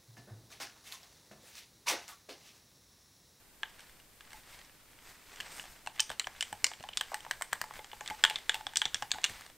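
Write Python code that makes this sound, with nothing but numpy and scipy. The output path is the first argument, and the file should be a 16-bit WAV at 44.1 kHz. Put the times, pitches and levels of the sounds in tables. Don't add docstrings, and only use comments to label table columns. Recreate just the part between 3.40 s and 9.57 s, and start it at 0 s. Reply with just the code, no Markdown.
import sys
import numpy as np
from scipy import signal
from scipy.fft import rfft, irfft, next_fast_len
from scipy.io import wavfile

SR = 44100
rng = np.random.default_rng(int(sys.argv[2]) if len(sys.argv) > 2 else 0)


def dump_mix(stems):
    frames = np.atleast_2d(stems).T
    limited = np.clip(frames, -1, 1)
    pcm = np.round(limited * 32767).astype(np.int16)
    wavfile.write(sys.argv[1], SR, pcm)


def volts_from_decibels(level):
    exponent = np.asarray(level, float) / 20
    return 10 ** exponent


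N = 272097


def rms_one(x):
    return x / np.sqrt(np.mean(x ** 2) + 1e-20)


def at_hz(points, hz):
    point_hz, value = np.array(points).T
    return np.interp(np.log(hz + 1), np.log(point_hz), value)


def bandpass(x, order, low_hz, high_hz):
    return signal.sosfilt(signal.butter(order, [low_hz, high_hz], "band", fs=SR, output="sos"), x)


def highpass(x, order, low_hz):
    return signal.sosfilt(signal.butter(order, low_hz, "high", fs=SR, output="sos"), x)


def colour(x, spectrum):
    size = next_fast_len(N)
    hz = np.fft.rfftfreq(size, 1 / SR)
    gain = volts_from_decibels(at_hz(spectrum, hz)) * (hz < 15780)
    return rms_one(irfft(rfft(x, size) * gain, size)[..., :N])


def drift(rate_hz):
    slow = signal.butter(2, rate_hz, fs=SR, output="sos")
    return rms_one(signal.sosfilt(slow, rng.standard_normal(N + SR))[SR:])


def strikes(start_s, peak_db):
    out = np.zeros(N)
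    out[np.round(start_s * SR).astype(int)] += volts_from_decibels(peak_db)
    return out


def hands():
    # time_s, rub_db
    grip = [
        (0, -72),
        (.8, -73),
        (1.4, -71),
        (2.45, -68.5),
        (3.0, -63.5),
        (4.6, -67.5),
        (5.6, -62.5),
        (6.05, -67),
        (6.17, -89.5),
    ]
    # peak_s, peak_db, fade_s (time to fall 10 dB; anything under
    # 0.02, even a negative value, counts as 0.02), bright_db
    strokes = [(.3, -64, -0.25, -3), (.41, -61, 0.12, 2), (.55, -70, 0.1, -3), (.86, -68.5, .08, -2),
               (.96, -60, 0.07, 5), (1.14, -58, 0.14, -7), (1.26, -73, -0.3, 0), (1.7, -58, 0.09, 7),
               (1.93, -58, 0.1, 4.5), (2.04, -55.5, 0.07, 0), (2.165, -52.5, 0.17, 9.5),
               (2.27, -60, -0.16, -16), (2.56, -58.5, -0.2, -7), (2.72, -51, -0.17, -7),
               (3.05, -59, 0.13, 10), (3.37, -73, -0.9, -7), (3.73, -58, 0.2, 7), (3.97, -69, -1.2, 3),
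               (4.2, -63, 0.8, 12), (4.371, -56, 0.04, -3), (4.72, -57.5, 0.17, 8), (4.92, -55, 0.13, -6),
               (5.16, -52.5, 0.05, 3), (5.52, -74, -0.75, -6), (5.77, -59, -0.26, -5),
               (5.919, -53.5, 0.11, -11), (6.0, -60.5, 0.07, -4)]
    t = np.arange(0, N, 64) / SR
    peak_s, peak_db, fade_s, bright_db = np.transpose(strokes)[..., None]
    power = volts_from_decibels(2 * (peak_db - 10 * np.abs(t - peak_s) / np.maximum(fade_s, 0.02)))
    total = power.sum(axis=0) + volts_from_decibels(2 * np.interp(t, *np.transpose(grip)))
    rub_db = 10 * np.log10(total)
    brightness_db = (power * bright_db).sum(axis=0) / total
    every_sample = np.arange(N) / SR
    return np.interp(every_sample, t, rub_db), np.interp(every_sample, t, brightness_db)


def gloves():
    # pitch_hz, level_db (per Hz)
    rub_spectrum = [(250, -6.5), (500, -3.5), (860, 0.5), (1200, -0.5), (2000, 2.5), (3000, -2.5),
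                    (5000, -4.5), (6800, -10.5), (8500, -7.5), (9500, -13.5), (10500, -28), (13000, -30),
                    (15700, -37)]
    # pitch_hz, level_db (per Hz)
    rumble_spectrum = [(20, 11.5), (60, 4), (130, -3.5), (300, -33), (600, -12.5)]
    grains_per_s, rumble_db = 1500, -60
    rub_db, bright_db = hands()

    sizes = volts_from_decibels(5.5 * np.minimum(rng.exponential(1, N), 5)) * rng.choice([-1, 1], N)
    slips = rng.random(N) < grains_per_s * volts_from_decibels(3.0 * drift(40)) / SR
    grains = rms_one(sizes * slips)
    friction = rng.standard_normal(N) * volts_from_decibels(1.5 * drift(40))
    rub = colour(0.45 * grains + friction, rub_spectrum)

    rub = rub + (volts_from_decibels(bright_db) - 1) * highpass(rub, 2, 6500)
    rub = rub + (volts_from_decibels(1.38 * bright_db) - 1) * highpass(rub, 4, 9800)

    rumble = colour(rng.standard_normal(N), rumble_spectrum) * volts_from_decibels(2.2 * drift(8.1))
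    shake_db = rumble_db + 0.5 * (rub_db + 55.5)
    return volts_from_decibels(rub_db + 3.0) * rub + volts_from_decibels(shake_db) * rumble


def quiet_air():
    # pitch_hz, level_db (per Hz)
    air_spectrum = [(20, -9), (100, -7.5), (300, -9.5), (1000, -17.5), (2000, -21.5), (4000, -23.5),
                    (6500, -26.5), (8600, -21.5), (10300, -29), (15700, -28)]
    return volts_from_decibels(-66.5) * colour(rng.standard_normal(N), air_spectrum)


def preamplifier_hiss():
    # pitch_hz, level_db (per Hz)
    hiss_spectrum = [(20, 7.5), (150, 4), (700, -3), (4000, -3.5), (15700, -2.5)]
    return volts_from_decibels(-65) * colour(rng.standard_normal((2, N)), hiss_spectrum)


def contacts():
    buttons = [(0.232, -26.5, -12, 3100), (0.405, -45, 1.5, 3170), (1.19, -47, 5, 5700),
               (1.248, -52, 9, 2210.0), (2.002, -30, -10.5, 1650), (2.196, -33.5, -6, 2930),
               (2.694, -35, -2, 3300), (2.796, -19, 5, 3940), (2.95, -59, -28, 1470),
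               (3.008, -21, 3.5, 2990), (3.572, -17.5, 3.5, 3530.0), (4.66, -35, -2, 2224),
               (4.676, -29, -0.5, 3500), (4.838, -8.5, -5.5, 3300), (5.3575, -22, 2, 3560.0),
               (5.841, -13.5, 4.5, 3520), (5.846, -20.5, 3, 3050)]
    pad = [(0.393, -43, 2.0, 2250.0), (0.918, -47, 0, 930.0), (2.239, -41.5, -3.5, 680),
           (2.472, -27, -3, 830), (2.603, -24.5, 15.5, 5850), (2.87, -27.0, 0, 1640),
           (3.315, -35, -2.5, 910), (3.849, -39, -2.5, 970.0), (4.365, -43, -3, 1070.0),
           (4.391, -37, -6.5, 600.0), (4.6083, -32.0, 0.5, 1700), (5.209, -39.5, -1.5, 1520),
           (5.623, -25.5, 3, 1650), (5.745, -35, -2, 1500), (5.784, -34.5, -7.5, 810.0),
           (5.816, -45, 7, 2100), (6.063, -41.5, 4, 1880.0), (6.099, -44.0, 0.5, 1200.0)]
    triggers = [(0.495, -47.5, -1, 1970), (0.807, -42, -4, 2700), (0.874, -50.0, -4, 2430),
                (0.931, -38.5, 4, 2030), (2.843, -40, -13.5, 3100), (2.962, -47.5, -7, 2290.0),
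                (3.531, -52, -19, 3040), (3.743, -24.5, 4, 1810), (3.9104, -20, 3, 1060),
                (4.021, -23, 5.5, 1090), (4.1297, -19, 4.5, 1060), (4.214, -24, 7.5, 1040),
                (4.337, -40, 5, 2240), (4.515, -39.5, -5, 2127), (4.7, -30, 3, 2040),
                (4.783, -59, -2, 1940.0), (4.793, -46, 1, 2190), (4.8493, -12.5, -6, 3220),
                (4.986, -37, 3, 1980), (5.094, -14.5, -5.5, 3420), (5.335, -38.5, -0.5, 1610),
                (5.4168, -18, -8.5, 3220.0), (5.835, -35.5, -5, 3500), (5.896, -35.5, 4, 1820.0),
                (6.009, -40.5, 9, 1500)]
    sticks = [(0.599, -51.5, 2, 2830), (2.006, -32.5, 5, 1635), (2.067, -57, -8.0, 900),
              (2.254, -45, -7, 820.0), (2.715, -34.5, -3, 3120), (3.335, -40.5, 6, 2680),
              (3.406, -43.5, -9, 652), (3.438, -37.5, -12, 797), (3.61, -22, 1, 3160),
              (3.732, -47, -21, 700), (3.864, -44.5, -15, 990), (4.309, -43.5, -13.5, 1050),
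              (4.898, -28.5, 16, 2690.0), (5.143, -24.5, 5, 2760), (5.153, -34, 1, 850.0)]
    returns = [(0.905, -51.0, 2, 4070.0), (2.462, -36.5, -3, 2010.0), (2.5956, -24, 8.5, 3120),
               (2.701, -28, -5, 1630.0), (3.127, -27.5, -8, 800.0), (3.398, -52.5, 5.5, 4200),
               (3.534, -54, 14.5, 3200), (3.576, -48, 13, 3400), (3.717, -37, -22.5, 680),
               (3.805, -42.5, 2, 3130), (4.011, -30.5, -13.5, 1030), (4.24, -35.5, -14.5, 1030),
               (4.444, -38.5, -1.5, 5200), (4.648, -57, 0, 3030.0), (4.747, -46, 0, 870.0),
               (4.9575, -33.5, 11.5, 3580), (5.454, -24, 4.5, 3440), (5.861, -41, 8.5, 3700)]
    bumpers = [(1.959, -43.5, 3, 2250), (3.025, -22.5, -0.5, 3150), (3.2428, -13.5, 9.5, 4270),
               (3.266, -25.5, 5, 5040), (3.427, -43, 3, 2830), (3.488, -34, -11.5, 3040.0),
               (4.531, -43.5, -17, 866), (4.909, -32, -11.5, 790), (4.943, -41.5, -9.5, 3160),
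               (5.267, -26.5, -10, 3370.0), (5.37, -17.5, 10, 5995), (5.544, -19, 3.5, 3420),
               (5.707, -37, -4, 1730), (5.7154, -19, 4, 3550)]
    # start_s, peak_db, ring_hz
    bounces = [(0.225, -48, 2100), (.385, -51, 2900), (.85, -48, 2000), (1.04, -52, 2000),
               (1.144, -44, 2130), (1.213, -44.5, 2010), (1.295, -48, 1720), (1.35, -53, 1560),
               (1.4, -54, 1370), (1.487, -54, 900), (1.532, -49.5, 1410), (1.588, -45.5, 2000),
               (1.971, -41.5, 1910), (1.982, -41, 2020), (2.361, -47.5, 1520), (2.561, -43, 2000),
               (2.577, -40, 2000), (2.586, -39, 2230), (2.599, -28.5, 3260), (2.98, -49.5, 2000),
               (2.997, -53, 2000), (4.05, -47, 1800), (4.116, -48, 1800), (4.322, -46, 1800),
               (4.356, -37.5, 1590), (4.498, -48, 1800), (4.667, -41, 2500), (4.685, -35, 2500),
               (4.705, -28.5, 1980), (4.878, -33, 2940), (4.961, -29.5, 3570), (5.096, -31, 1720),
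               (5.362, -27.5, 3220), (5.419, -26, 1940), (5.459, -29, 1000), (5.469, -47, 3000),
               (5.533, -42, 1500), (5.555, -31, 1610), (5.629, -32.5, 2900), (5.737, -34, 1480),
               (5.851, -26, 3750), (5.98, -47, 2000), (6.019, -40.5, 1980), (6.05, -50, 2000),
               (2.593, -38, 2500), (2.802, -31, 3130), (2.814, -37, 1400), (4.126, -32, 1016),
               (3.913, -29, 1720)]

    # cavity_db, walls_db, caps_db, snap_db, tick_db;
    # row one for a square hit, row two the change for each dB of crispness
    button_colour = [(-40.5, -17.5, -10, -11, -20), (1.4, -0.8, -0.2, 0.52, 0.5)]
    pad_colour = [(-11.5, -11.5, -14.5, -14.5, -20), (-1.03, -0.15, -0.16, 1.135, 0.88)]
    trigger_colour = [(-20.5, -10.5, -14, -14.5, -14), (0.6, 0.15, -0.98, 0.48, 1.07)]
    stick_colour = [(-15, -13, -7.5, -15, -11.5), (-1.23, -0.03, 0.47, 0.32, 0.5)]
    return_colour = [(-14, -14.5, -9.5, -10, -19), (-0.6, 0, 1.24, 0.5, -0.5)]
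    bumper_colour = [(-21.5, -17, -10, -9.5, -22), (-1.32, -0.37, -0.35, 0.54, 1)]
    bounce_colour = [(-20.5, -13, -14, -22, -26), (0, 0, 0, 0, 0)]

    # start_s, walls_hz, caps_hz, snap_hz
    strong_rings = [(0.232, 1580, 3080, 3220), (2.002, 1720, 3030, 4700), (2.196, 1810, 2900, 4650),
                    (2.472, 1610, 2700, 5360), (2.595, 2020, 3110, 5230), (2.603, 1710, 3070, 7650),
                    (2.701, 1640, 3470, 8460), (2.796, 1980, 4030, 7500), (2.87, 1640, 1650, 5800),
                    (3.008, 2920, 3020, 5250), (3.025, 2060, 3160, 8050), (3.127, 1674, 3030, 8090),
                    (3.242, 2240, 2630, 6950), (3.266, 4200, 4200, 4200), (3.488, 3040, 3040, 4370),
                    (3.572, 3630, 3630, 4340), (3.61, 1780, 3100, 3030), (3.743, 1840, 2930, 8720),
                    (3.911, 1660, 3060, 4800), (4.021, 1920, 3030, 8660), (4.129, 1660, 3280, 8200),
                    (4.214, 1790, 3050, 4470), (4.609, 1730, 1720, 6860), (4.676, 2020, 3500, 7650),
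                    (4.699, 2000, 2030, 4360), (4.838, 1810, 3340, 7050), (4.85, 1550, 3250, 3130),
                    (4.899, 1630, 2800, 2680), (4.958, 3540, 3560, 4280), (5.094, 1710, 3305, 7000),
                    (5.143, 2050, 2750, 2670), (5.267, 1590, 3370, 5300), (5.357, 3570, 3570, 5530),
                    (5.37, 1640, 3390, 7860), (5.416, 1637, 3260, 3230), (5.454, 1730, 3370, 5600),
                    (5.544, 1690, 3400, 5760), (5.623, 1750, 3000, 5400), (5.716, 1700, 3550, 4700),
                    (5.841, 2830, 3970, 6130)]
    # start_s, cavity_db, walls_db,
    # caps_db, snap_db
    family_accents = [(0.232, -1.0, 2.5, 0.5, -6), (2.002, -13.0, -1.5, -1.5, 2), (2.196, -4.0, -0.5, 2.5, -4),
                      (2.472, 0.5, -3, 2.5, 2.5), (2.595, 1, 3.5, -1.5, -2.5), (2.603, -2.5, -2.5, 7, 0.5),
                      (2.701, 2, 4.5, 1.0, -2.5), (2.796, 6.5, 3.5, 1.0, -0.9), (2.87, 3, 1.0, 0.5, -0.5),
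                      (3.008, -8, 1.5, 2, -1.0), (3.025, -1, 4, 0.3, -1), (3.127, -0.5, 0.3, 2, 0),
                      (3.242, -2, 2.5, 1.5, -1.1), (3.266, 7, -5, -4, 0.5), (3.488, -4.5, -3, 0, 0.5),
                      (3.572, -2.5, -2.5, -1.5, -0.5), (3.61, 1, 2, -1, 1.5), (3.743, -1, 0, 0, 2.5),
                      (3.911, 0.5, 1.5, -2.2, 0), (4.021, 1.0, -1.0, 0, 2.5), (4.129, 1.5, 1.2, 0, -1),
                      (4.214, 1, 0.3, 4, 0.1), (4.609, 4, 0, 0, 1), (4.676, -3, 3, 1, 1.5),
                      (4.699, 4, 1.5, -5, -0.5), (4.838, 10, 2, 0, 0), (4.85, -15, -0.3, -0.5, -2.5),
                      (4.899, -1.5, 1, -4.5, 2), (4.958, 3.5, -3, -0.5, -3), (5.094, 1.5, 0.2, -0.2, 2.5),
                      (5.143, -3, -2, -4, 0), (5.267, -1.5, -0.5, -1, 1), (5.357, 6, -3, 2, 0),
                      (5.37, 4.5, -1.5, -1, 1.0), (5.416, 4, 0, -1.0, 0), (5.454, 2, -10, 1, -1),
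                      (5.544, -1, 1.5, 1, -1.5), (5.623, 5, -1, 1, -3), (5.716, 3.5, -1.0, 2.5, 1),
                      (5.841, 7, -0.5, 1.5, -2.5)]

    plain_bounces = [(start_s, peak_db, 0, ring_hz) for start_s, peak_db, ring_hz in bounces]
    parts = [(sticks, stick_colour), (pad, pad_colour), (bumpers, bumper_colour),
             (triggers, trigger_colour), (returns, return_colour), (buttons, button_colour),
             (plain_bounces, bounce_colour)]
    hits = []
    for events, (square_db, change) in parts:
        for start_s, peak_db, crisp_db, ring_hz in events:
            levels_db = peak_db + np.add(square_db, np.multiply(crisp_db, change))
            hits.append((start_s, *[ring_hz] * 4, *levels_db))
    hits = np.array(hits)

    parts_s = hits[:-len(bounces), 0]
    for (start_s, *rings_hz), (_, *accent_db) in zip(strong_rings, family_accents):
        strong = np.argmin(np.abs(parts_s - start_s))
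        hits[strong, 1:4] = rings_hz
        hits[strong, 5:9] += accent_db
    return hits


def clicks():
    # pitch_hz, level_db, t60_s (time to die by 60 dB)
    cavity = [(510, -4, 0.0063), (620, -7, 0.012), (776, -7, 0.019), (1052, -2.5, 0.0092)]
    walls = [(1303, -3.5, 0.0064), (1469, -12, 0.02), (1675, -2.5, 0.011), (2015, -0.5, 0.0048),
             (2082, -6.5, 0.012)]
    caps = [(2334, 3.5, 0.0044), (2866, -2, 0.017), (2978, -4.5, 0.023), (3370, 2.5, 0.01),
            (3954, -12, 0.026), (4020, -6, 0.0087)]
    snap = [(4432, 3, 0.0037), (5174, -10, 0.016), (5550, -1.5, 0.0045), (6074, -5, 0.01),
            (6860, -3.5, 0.0054), (6630, -15, 0.013), (7610, -1, 0.0073), (8640, -2.5, 0.0081),
            (9210, -0.5, 0.0021)]
    # level_db for cavity, walls, caps, snap
    family_level_db = [2.2, 3.76, 3.6, 1.96]
    # fade_s for cavity, walls, caps, snap
    blur_s = [.008, .003, .001, .0005]
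    spread_db, detune, rise_s = 2.5, 0.026, 0.00022
    favour_db, favour_octaves, snap_share = 11, 0.12, 0.52

    out = np.zeros((2, N + SR))
    t = np.arange(round(0.035 * SR)) / SR
    modes = np.array(cavity + walls + caps + snap)
    mode_hz, mode_db = modes[:, 0], modes[:, 1]
    family = np.repeat(np.arange(4), [len(cavity), len(walls), len(caps), len(snap)])
    in_family = family == np.arange(4)[:, None]
    favour = favour_db * np.where(family == 3, snap_share, 1)
    alternate = (-1) ** np.arange(len(modes))
    decay = volts_from_decibels(-60 * t / modes[:, 2:]) * (1 - np.exp(-t / rise_s))
    blur = np.exp(-t / np.array(blur_s)[:, None])

    hits = contacts()
    luck = rng.standard_normal((len(hits), 2, len(modes)))
    rattle = rng.standard_normal((len(hits), 4, 600)) * 0.037 * np.exp(-t[:600] / 0.0047)
    rattle[..., 0] += 1

    for hit, (tune, strength), contact in zip(hits, luck, rattle):
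        start_s, rings_hz, family_db = hit[0], hit[1:5], hit[5:9]
        hz = mode_hz * (1 + detune * tune)
        nearest = np.argmin(np.abs(np.log(hz[:, None] / rings_hz)), axis=1)
        ring_hz = rings_hz[nearest]
        near = np.exp(-(np.log2(hz / ring_hz) / favour_octaves) ** 2)
        pulled_hz = hz + near * (ring_hz - hz)
        rings = np.sin(2 * np.pi * pulled_hz[:, None] * t) * decay
        level = volts_from_decibels(mode_db + spread_db * strength + favour * near)
        level *= np.where(near > 0.5, 1, alternate)
        blow = (level * in_family) @ rings

        at = round((start_s + 0.0004) * SR)
        direct = signal.fftconvolve(blow, contact, axes=1)
        for k, by_family in enumerate([direct, blow * blur]):
            even = by_family / np.sqrt(np.sum(by_family ** 2, axis=1, keepdims=True) / 100)
            out[k, at:at + even.shape[1]] += volts_from_decibels(np.add(family_db, family_level_db)) @ even
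    return bandpass(out[:, :N], 4, 430, 10000)


def ticks():
    t = np.arange(SR // 50) / SR
    hits = contacts()
    impulses = strikes(hits[:, 0] + 0.00092, hits[:, -1] + 7.5)
    shape = t / 0.00074 * np.exp(-t / 0.00069)
    burst = signal.fftconvolve(impulses, shape)[:N]
    return bandpass(burst * rng.standard_normal(N), 4, 9500, 15500)


def spring():
    # start_s, peak_db
    hums = [(0.231, -43.5), (0.942, -49), (2.472, -55), (2.602, -47), (2.701, -48), (3.127, -45),
            (3.314, -47), (3.439, -44), (3.609, -49), (3.716, -62), (3.733, -39.5), (3.742, -43),
            (3.863, -48), (4.241, -47.5), (4.309, -47), (4.391, -44), (4.531, -45), (4.608, -42.5),
            (4.71, -33.5), (4.838, -31.5), (4.899, -40), (5.093, -42), (5.144, -35.5), (5.154, -37),
            (5.208, -43.5), (5.334, -50), (5.418, -38.5), (5.453, -49), (5.622, -37), (5.756, -43)]
    coil_hz, partner_hz, partner_db, t60_s = 857.4, 800, -9.5, 0.085
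    out = np.zeros(N + SR)
    t = np.arange(SR // 5) / SR
    swell = 1 - np.exp(-t / 0.001)
    for (start_s, peak_db), (tune, beat, damp) in zip(hums, rng.standard_normal((len(hums), 3))):
        coil = np.sin(2 * np.pi * coil_hz * (1 + 0.015 * tune) * t)
        partner = volts_from_decibels(partner_db) * np.sin(2 * np.pi * partner_hz * (1 + 0.06 * beat) * t)
        fade_db = 60 * t / t60_s * volts_from_decibels(2 * damp)
        at = round(start_s * SR)
        out[at:at + len(t)] += volts_from_decibels(peak_db + 2.5 - fade_db) * swell * (coil + partner)
    return out[:N]


def thumps():
    # start_s, peak_db
    landings = [(1.99, -52), (2.159, -73), (2.462, -55), (2.691, -49), (2.859, -51), (3.117, -50),
                (3.23, -50), (3.397, -51.5), (3.56, -57.5), (4.116, -52), (4.204, -52), (4.349, -53),
                (4.698, -48.5), (4.826, -49), (5.255, -51), (5.365, -57), (5.408, -68), (5.448, -49),
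                (5.536, -49), (5.615, -51), (5.736, -51), (5.888, -46)]
    start_s, peak_db = np.transpose(landings)
    t = np.arange(SR // 8) / SR
    shape = t / 0.0098 * np.exp(-t / 0.0099)
    lump = signal.fftconvolve(strikes(start_s, peak_db + 2.5), shape)[:N]
    low_noise = [(30, -4.5), (110, 0.0), (300, -6.5), (600, -12.5), (2000, -65)]  # Hz, dB
    return lump * colour(rng.standard_normal(N), low_noise)


def room(x):
    # pitch_hz, t60_s (time to die by 60 dB)
    dying_time = [(300, 0.55), (1000, 0.29), (3000, 0.27), (8000, 0.31), (16000, 0.26)]
    tail_db, echo_s, echo_db, smear_s = -14.5, 0.0207, -20.5, 0.0023
    t = np.arange(SR // 2) / SR
    tail = 0
    edges_hz = 200 * 2 ** np.arange(0, 6.6, 0.5)
    for low_hz, high_hz in zip(edges_hz, edges_hz[1:]):
        band = bandpass(rng.standard_normal(len(t)), 2, low_hz, high_hz)
        tail = tail + band * volts_from_decibels(-60 * t / at_hz(dying_time, np.sqrt(low_hz * high_hz)))
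    tail = tail * (1 - np.exp(-t / 0.00087))
    tail = volts_from_decibels(tail_db) * tail / np.sqrt(np.sum(tail ** 2))

    late = np.maximum(t - echo_s, 0) / smear_s
    echo = late * np.exp(-late) * rng.standard_normal(len(t))
    echo = volts_from_decibels(echo_db) * echo / np.sqrt(np.sum(echo ** 2))
    return signal.fftconvolve(x, tail + echo)[:N]


def scene():
    rubbing = gloves()
    heard, all_round = clicks()
    small_sounds = spring() + ticks()
    answer = room(all_round + small_sounds)
    mix = heard + small_sounds + answer + rubbing + thumps() + quiet_air()
    return np.tile(mix, (2, 1))


def band_limit(x):
    return signal.sosfilt(signal.butter(12, 16800, fs=SR, output="sos"), x)


def record(dry):
    top_cut = signal.cheby2(10, 60, 16900, fs=SR, output="sos")
    return band_limit(signal.sosfilt(top_cut, dry + preamplifier_hiss()))


dry = scene()
out = record(dry)
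dump_mix(out)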